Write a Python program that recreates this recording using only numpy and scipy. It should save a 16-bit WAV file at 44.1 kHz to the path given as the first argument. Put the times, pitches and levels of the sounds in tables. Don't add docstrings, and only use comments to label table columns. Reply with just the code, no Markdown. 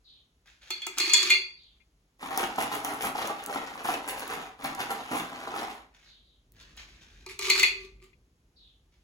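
import sys
import numpy as np
from scipy import signal
from scipy.fft import rfft, irfft, next_fast_len
from scipy.io import wavfile
from scipy.ndimage import uniform_filter1d, minimum_filter1d, map_coordinates

SR = 44100
rng = np.random.default_rng(int(sys.argv[2]) if len(sys.argv) > 2 else 0)


def pcm_store(signal):
    levels = np.round(np.clip(np.atleast_2d(signal), -1, 1) * 32767)
    wavfile.write(sys.argv[1], SR, levels.astype(np.int16).T)


N = 398223


def amp(db):
    return 10 ** (np.asarray(db) / 20)


def unit(x):
    return x / np.sqrt(np.mean(x ** 2) + 1e-20)


def along(points, hz):
    freqs, values = np.transpose(points)
    return np.interp(np.log(hz + 1), np.log(freqs), values)


def add(track, s, sound):
    part = track[..., max(round(s * SR), 0):][..., :sound.shape[-1]]
    part += sound[..., :part.shape[-1]]


def filtered(x, response):
    size = next_fast_len(N + SR // 2)
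    return irfft(rfft(x, size) * response(np.fft.rfftfreq(size, 1 / SR)), size)[..., :N]


def through(x, impulse):
    return signal.oaconvolve(x, impulse / np.linalg.norm(impulse))[:N]


def coloured(x, spectrum, size=2048):
    cepstrum = irfft(np.log(amp(along(spectrum, np.fft.rfftfreq(size, 1 / SR)))))
    cepstrum[1:size // 2] *= 2
    cepstrum[size // 2 + 1:] = 0
    return through(x, irfft(np.exp(rfft(cepstrum))))


def fade(t60):
    return np.exp(-np.log(1000) * np.arange(SR // 2) / SR / t60)


def burst(t60):
    return fade(t60) * rng.standard_normal(SR // 2)


def ring(modes, detune=0):
    hz, db, t60 = np.transpose(modes)[:, :, None]
    wander = signal.resample(rng.standard_normal((len(modes), 96)), SR // 2, axis=1)
    phase = 2 * np.pi * np.cumsum(hz * (1 + detune * wander), axis=1) / SR
    sign = (-1) ** np.arange(len(modes))[:, None]
    return sign * amp(db) * fade(t60) * np.sin(phase)


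def grains(per_s, spread_db, t60):
    hits = (rng.random(N) < per_s / SR) * amp(spread_db * np.clip(rng.standard_normal(N), -2, 2))
    envelope = np.sqrt(np.abs(through(hits ** 2, fade(t60 / 2))))
    return unit(envelope * rng.standard_normal(N))


def gesture(start, length, attack, t60):
    t = np.arange(N) / SR - start
    return np.clip(t / attack, 0, 1) * np.exp(-np.log(1000) * np.clip((t - length) / t60, 0, 2))


def gestures(rows, attack, t60):
    return np.sqrt(sum((amp(db) * gesture(s, length, attack, t60)) ** 2 for s, length, db in rows))


def diffuse(x, spacing_m=0.13):
    likeness = np.sinc(2 * np.fft.rfftfreq(x.shape[-1], 1 / SR) * spacing_m / 343)
    a, b = rfft(x)
    mid, side = a * np.sqrt((1 + likeness) / 2), b * np.sqrt((1 - likeness) / 2)
    return irfft([mid + side, mid - side], x.shape[-1])


def direct(x, lead_ms):
    return filtered(x, lambda hz: np.exp(1j * np.pi * hz * lead_ms / 1000 * np.array([[1], [-1]])))


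# (frequency [Hz], relative level [dB])
HISS_SPECTRUM = [(59, -27), (100, -10), (648, -13.5), (4020, -19.5), (11000, -26), (16000, -35)]
# (time [s], level [dB])
RUMBLE_LEVELS = [(0, -69.5), (6.449, -66.5), (6.55, -57.5), (7.999, -59), (8.4, -66)]

def room_tone():
    def noise(spectrum):
        white = diffuse(rng.standard_normal((2, next_fast_len(N))))
        return unit(filtered(white, lambda hz: amp(along(spectrum, hz))))

    rumble = noise([(25, -35.5), (46, 0.0), (80, -14.0), (400, -26.5), (2000, -72.5)])
    swell = amp(np.interp(np.arange(N) / SR, *np.transpose(RUMBLE_LEVELS)))
    return amp(-76.5) * noise(HISS_SPECTRUM) + swell * rumble


# (time [s], relative level [dB])
BIRD_CALLS = [(0.04, -78), (1.559, -80), (6.045, -79), (6.22, -89), (8.555, -80.5)]

def bird(start_hz=4250, end_hz=3400, length_s=.24, rasp_hz=380):
    calls, progress = np.zeros(N), np.linspace(0, 1, round(length_s * SR))
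    glide = end_hz + (start_hz - end_hz) * (1 - progress) ** 2.1
    envelope = unit(np.sqrt(progress) * (1 - progress) ** 2)
    for s, db in BIRD_CALLS:
        rasp = rasp_hz * unit(uniform_filter1d(rng.standard_normal(len(progress)), size=40))
        add(calls, s, amp(db) * envelope * np.sin(2 * np.pi * np.cumsum(glide + rasp) / SR))
    return calls


# (frequency [Hz], t60 [s])
KITCHEN_DECAY = [(100, 0.44), (600, 0.42), (2500, 0.37), (7000, 0.31), (15000, 0.2)]

def kitchen(x, walls_db, near_db, near_t60):
    wet, step = np.zeros((2, N)), SR // 4
    onset = 1 - fade(0.0038)
    for start in range(0, N, step):
        hz, t, noise = signal.stft(rng.standard_normal((2, SR // 2)), SR, nperseg=256)
        decay = np.exp(-np.log(1000) * t / along(KITCHEN_DECAY, hz)[:, None])
        tail = onset * signal.istft(noise * decay, SR, nperseg=256)[1][:, :SR // 2]
        near = np.array([burst(near_t60), burst(near_t60)])
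        echo = amp(walls_db) * tail / np.linalg.norm(tail[0])
        echo += amp(near_db) * near / np.linalg.norm(near[0])
        add(wet, start / SR, signal.fftconvolve(x[None, start:start + step], diffuse(echo), axes=1))
    return wet


# (time [s], length [s], level [dB])
HAND_SHIFTS = [(.45, 0.016, -58), (.6, 0.68, -60.5), (5.92, 0.16, -66.5), (6.53, .72, -68),
               (6.575, 0.032, -60.5), (6.755, 0.016, -51), (6.84, 0.029, -64.5), (7.0, 0.029, -63),
               (8.91, 0.015, -75)]
# (frequency [Hz], relative level [dB])
SKIN_SPECTRUM = [(180, -18), (700, -12.5), (3500, -3), (6500, -11), (8500, -20.5), (15000, -28.5)]
# (frequency [Hz], relative level [dB], t60 [s])
PALM_MODES = [(1600, 0, .005), (2450, 1, .004)]

def hands():
    shifting = gestures(HAND_SHIFTS, attack=.028, t60=.36)
    outer, inner = (shifting * grains(per_s=350, spread_db=4, t60=.015) for _ in range(2))
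    return coloured(outer, SKIN_SPECTRUM) + amp(-4.5) * through(inner, ring(PALM_MODES).sum(0))


# (time [s], level [dB])
BERRY_TICKS = [(2.3758, -10), (2.561, -30), (2.848, -14), (3.0234, -20.5), (3.2747, -22), (3.439, -28.5),
               (3.4622, -19), (3.8812, -25), (4.0845, -22.5), (4.196, -25.5), (4.2787, -24.5),
               (4.6439, -24.5), (4.75, -24.5), (6.521, -44.5), (6.768, -44), (8.04, -45)]
# (frequency [Hz], relative level [dB])
TICK_SPECTRUM = [(1500, -14.5), (9000, 2), (16000, -2)]

def berry_ticks():
    ticks = np.zeros(N)
    for s, db in BERRY_TICKS:
        add(ticks, s, amp(db) * burst(0.003))
    return coloured(ticks, TICK_SPECTRUM)


# (frequency [Hz], bandwidth [Hz], relative level [dB])
TUB_MODES = [(277.5, 74, -7.5), (439, 53, -9), (670.5, 35, -9.5), (785.7, 46, -1), (986, 81, -5),
             (1138, 40, -8), (1311, 140, -6.5)]

def bump(favoured_hz, favour_db=7, favour_octaves=0.29, rise_s=.008):
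    hz, width, db = np.transpose(TUB_MODES)[:, :, None]
    t = np.arange(SR // 8) / SR
    strength, shift, sign = rng.standard_normal((3, len(TUB_MODES), 1))
    favour = favour_db * np.exp(-(np.log2(hz / favoured_hz) / favour_octaves) ** 2)
    gain = np.sign(sign) * width * amp(db + favour + 2 * strength)
    loaded_hz = hz * (1 + .02 * shift)
    modes = gain * np.exp(-np.pi * width * t) * np.sin(2 * np.pi * loaded_hz * t)
    knock = modes.sum(0) * (1 - fade(rise_s)[:len(t)])
    return knock / np.abs(knock).max()


def tumble(per_s=70):
    bumps = np.zeros(N)
    for when, place, size in rng.random((round(per_s * N / SR), 3)):
        add(bumps, when * N / SR, amp(6 * size) * bump(250 * 6 ** place))
    return unit(bumps)


# (time [s], length [s])
STIRS = [(2.183, 2.268), (4.574, 1.162)]
# (time [s], length [s], relative clatter level [dB], crunch level [dB])
FINGER_PUSHES = [(2.205, 0.17, -38.5, -53), (2.368, 0.075, -30, -41), (2.573, 0.062, -30.5, -40.5),
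                 (2.707, .065, -34.5, -41), (2.826, 0.12, -35.5, -47), (2.995, 0.076, -32.5, -39),
                 (3.145, 0.14, -32, -47), (3.485, .08, -33, -48.5), (3.831, .11, -33.5, -44.5),
                 (4.072, 0.022, -33, -33.5), (4.158, 0.063, -36, -47.5), (4.281, 0.059, -36.5, -47.5),
                 (4.628, 0.036, -33, -43.5), (4.781, 0.031, -29.5, -39.5), (4.888, 0.029, -32.5, -41.5),
                 (5.099, 0.097, -32, -43.5), (5.522, 0.11, -37.5, -51.5)]
# (time [s], level [dB], favoured pitch [Hz])
TUB_KNOCKS = [(2.31, -26.5, 762), (2.375, -18.5, 770), (2.582, -18, 750), (2.715, -26.5, 772),
              (2.753, -27, 805), (2.847, -22.5, 1000), (3.047, -23.5, 802), (3.152, -24.5, 795),
              (3.185, -24, 950), (3.299, -22, 775), (3.853, -22, 805), (3.888, -16.5, 794),
              (4.645, -24, 816), (4.8, -30, 791), (4.912, -28, 1276), (5.133, -24, 794), (5.166, -27, 1020),
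              (5.473, -23, 760), (5.54, -24, 404), (5.621, -26.5, 690)]
# (frequency [Hz], relative level [dB])
CLATTER_SPECTRUM = [(60, -22), (220, -9.5), (1000, -2.5), (1900, -4), (3300, -9), (16000, -35.5)]
CRUNCH_SPECTRUM = [(500, -19.5), (2000, 9), (5000, -8.5), (7500, -0.5), (11000, 3.5), (16000, -6)]

def tub():
    stir = sum(gesture(s, length, attack=.045, t60=.28) for s, length in STIRS)
    pushing = gestures([(s, length, db) for s, length, db, _ in FINGER_PUSHES], attack=.02, t60=.13)
    crushing = gestures([(s, length, db) for s, length, _, db in FINGER_PUSHES], attack=.02, t60=.12)
    effort = np.hypot(pushing, amp(-41.5) * stir)
    clatter = effort * grains(per_s=280, spread_db=3, t60=.012)
    crunch = np.hypot(crushing, amp(-60.5) * stir) * grains(per_s=520, spread_db=3.6, t60=.008)
    knocks = np.zeros(N)
    for s, db, hz in TUB_KNOCKS:
        add(knocks, s, amp(db) * bump(hz))
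        add(clatter, s, amp(db - 13) * burst(.1))
    rolling = amp(-6) * (effort * tumble() + coloured(clatter, CLATTER_SPECTRUM))
    return knocks + rolling + coloured(crunch, CRUNCH_SPECTRUM)


# (time [s], air note level [dB], knock level [dB])
LANDINGS = [(0.704, -43.5, -39), (0.868, -38, -36), (0.974, -42.5, -42.5), (1.003, -33.5, -38.5),
            (1.074, -35, -41.5), (1.23, -32.5, -41.5), (7.264, -43, -48.5), (7.393, -33, -48.5),
            (7.479, -26.5, -53)]
# (frequency [Hz], relative level [dB], t60 [s])
BASE_MODES = [(700, -9.5, .05), (893, 0, 0.044), (1296, -2.5, 0.092)]

def thuds():
    knocks = np.zeros(N)
    for s, _, db in LANDINGS:
        add(knocks, s, amp(db) * ring(BASE_MODES, detune=.02).sum(0))
    return knocks


# (time [s], length [s], rattle level [dB], hum level [dB])
JAR_POURS = [(0.963, 0.39, -37, -48), (7.266, 0.057, -48, -51.5), (7.388, 0.12, -36, -40.5),
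             (7.506, .14, -34, -37), (7.738, 0.12, -61.5, -52.5), (8.009, 0.038, -63.5, -58.5)]
POUR_ATTACK_S = 0.016

def pours():
    ringing, rattle = np.zeros((2, N))
    contacts = grains(per_s=240, spread_db=3.5, t60=.01)
    for s, length, db, _ in JAR_POURS:
        settling = amp(db) * gesture(s, length, POUR_ATTACK_S, t60=0.035) * contacts
        ringing += amp(-15) * through(settling, glass_wall(s).sum(0))
        rattle += settling
    return ringing, rattle


# (frequency [Hz], relative level [dB], t60 [s])
AIR_MODES = [(385, 1, .15), (1178, -9, .12)]
# (time [s], pitch factor)
MOUTH_COVER = [(.85, 1), (1.0, 0.9), (1.25, .96), (1.45, 1)]

def air_hum(width_hz=26, finger_width_hz=420):
    t = np.arange(N) / SR
    mouth = np.interp(t, *np.transpose(MOUTH_COVER))
    held = gestures([(s, length, db) for s, length, _, db in JAR_POURS], POUR_ATTACK_S, t60=.15)
    unsettled_hz = finger_width_hz * (1 - mouth)
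    knots = [t * 3 * width_hz]
    hum = np.zeros(N)
    for (hz, db, t60), pitch in zip(AIR_MODES, (mouth, 1)):
        struck = np.zeros(N)
        for s, air_db, _ in LANDINGS:
            add(struck, s, amp(air_db) * (1 - fade(0.03)) * fade(t60))
        drift, swell = (map_coordinates(rng.standard_normal(N // 500), knots) for _ in range(2))
        width = width_hz * np.sqrt(hz / AIR_MODES[0][0]) + unsettled_hz
        phase = 2 * np.pi * np.cumsum(hz * pitch + width / 2 * drift) / SR
        hum += amp(db + 2.5 * swell) * np.hypot(held, struck) * np.sin(phase)
    return hum


# (frequency [Hz], relative level [dB], t60 before damping [s])
GLASS_MODES = [(2124, -4, 0.14), (2380, -2.5, 0.099), (2487, -0.5, 0.1), (2530, -3.5, 0.015),
               (2764, -9, 0.18), (3420, 0.5, 0.19), (4292, -1, 0.22), (4345, -4, 0.22), (4610, -11, 0.62),
               (5510, -12.5, 0.09), (6350, -5, 0.072), (7150, 3.5, 0.027), (8000, -7.5, 0.034)]
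# (time [s], t60 factor, pitch wander [fraction])
JAR_FILL = [(1.4, .8, .015), (7.3, .45, .03)]

def glass_wall(s):
    times, factors, wanders = np.transpose(JAR_FILL)
    damping, wander = np.interp(s, times, factors), np.interp(s, times, wanders)
    modes = [(hz * (1 + .5 * wander * rng.standard_normal()), db, t60 * damping)
             for hz, db, t60 in GLASS_MODES]
    return ring(modes, detune=wander)


# (time [s], low, middle, high and top mode family levels [dB], crack level [dB])
GLASS_STRIKES = [(0.705, -36, -34.5, -32.5, -34.5, -27), (0.819, -41.5, -36, -42, -51, -43),
                 (0.867, -37, -50.5, -50.5, -37, -25), (.983, -35, -46.5, -36.5, -29, -17.5),
                 (1.0012, -28.5, -33.5, -22.5, -35, -22.5), (1.0963, -28.5, -34, -24.5, -33, -29),
                 (1.135, -25, -17.5, -16.5, -9.5, -14), (1.23, -44, -39.5, -28.5, -28, -28.5),
                 (1.3025, -16, -25, -20, -28, -20.5), (1.313, -19.5, -26.5, -24.5, -41.5, -27.5),
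                 (7.263, -44, -61.5, -46, -55.5, -40), (7.391, -37, -47, -38.5, -38.5, -28.5),
                 (7.5, -16.5, -29.5, -19.5, -18.5, -13.5), (7.596, -19.5, -30, -26.5, -36.5, -20),
                 (7.631, -12, -25.5, -20.5, -33.5, -18)]
FAMILY_BORDERS = [3000, 3800, 5000]
# (frequency [Hz], relative level [dB])
CRACK_SPECTRUM = [(400, -23.5), (2300, -5), (5200, -9), (6400, -1.5), (8000, -0.5), (9000, -8.5),
                  (16000, -15)]

def clinks():
    ringing, pings, cracks, jolts = np.zeros((4, N))
    family = np.searchsorted(FAMILY_BORDERS, np.array(GLASS_MODES)[:, 0])
    top = family == len(FAMILY_BORDERS)
    for s, *family_db, crack_db in GLASS_STRIKES:
        modes = amp(family_db)[family, None] * glass_wall(s)
        add(ringing, s, modes[~top].sum(0))
        add(pings, s, modes[top].sum(0))
        add(cracks, s, amp(crack_db) * burst(0.022))
        add(jolts, s, amp(np.mean(family_db) - 8.5) * burst(0.13))
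    return ringing, pings + coloured(cracks, CRACK_SPECTRUM), jolts


# (frequency [Hz], relative level [dB])
PILE_SPECTRUM = [(200, -31.5), (330, -9), (550, -36.5), (900, -7.5), (1800, -3.5), (2300, 7), (3100, -2),
                 (4400, 2), (5200, -5.5), (8000, -7), (9000, -10.5), (16000, -22.5)]

def jar():
    clink_ring, strikes, jolts = clinks()
    knocks = thuds()
    pour_ring, rattle = pours()
    ringing = clink_ring + pour_ring + coloured(jolts + rattle, PILE_SPECTRUM)
    return ringing, strikes + knocks + air_hum()


def scene():
    ringing, blows = jar()
    digging, ticks = tub(), berry_ticks()
    ahead = ringing + hands()
    into_room = ahead + amp(-7) * (blows + ticks) + amp(-2) * digging + amp(18) * bird()
    room = kitchen(into_room, walls_db=1, near_db=-8, near_t60=0.14)
    table = direct(ahead + blows, lead_ms=0.058) + direct(digging + ticks, lead_ms=0.18)
    return table + room + room_tone()


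def record(dry, split_hz=6500, lag_ms=.212, in_phase_hz=11000, ceiling_db=-.5, top_hz=15900):
    def treble_share(hz):
        return 1 / (1 + (split_hz / (hz + 1)) ** 20)

    def apart(hz):
        return np.exp(1j * np.pi * (hz - in_phase_hz) * lag_ms / 1000 * np.array([[-1], [1]]))

    pair = filtered(dry, lambda hz: np.sqrt(1 - treble_share(hz)))
    pair += filtered(dry[0], lambda hz: -np.sqrt(treble_share(hz)) * apart(hz))
    span = round(.001 * SR)
    needed = np.minimum(1, amp(ceiling_db) / (np.abs(pair).max(0) + 1e-9))
    gain = uniform_filter1d(minimum_filter1d(needed, 2 * span), span)
    return filtered(pair * gain, lambda hz: hz < top_hz)


dry = scene()
out = record(dry)
pcm_store(out)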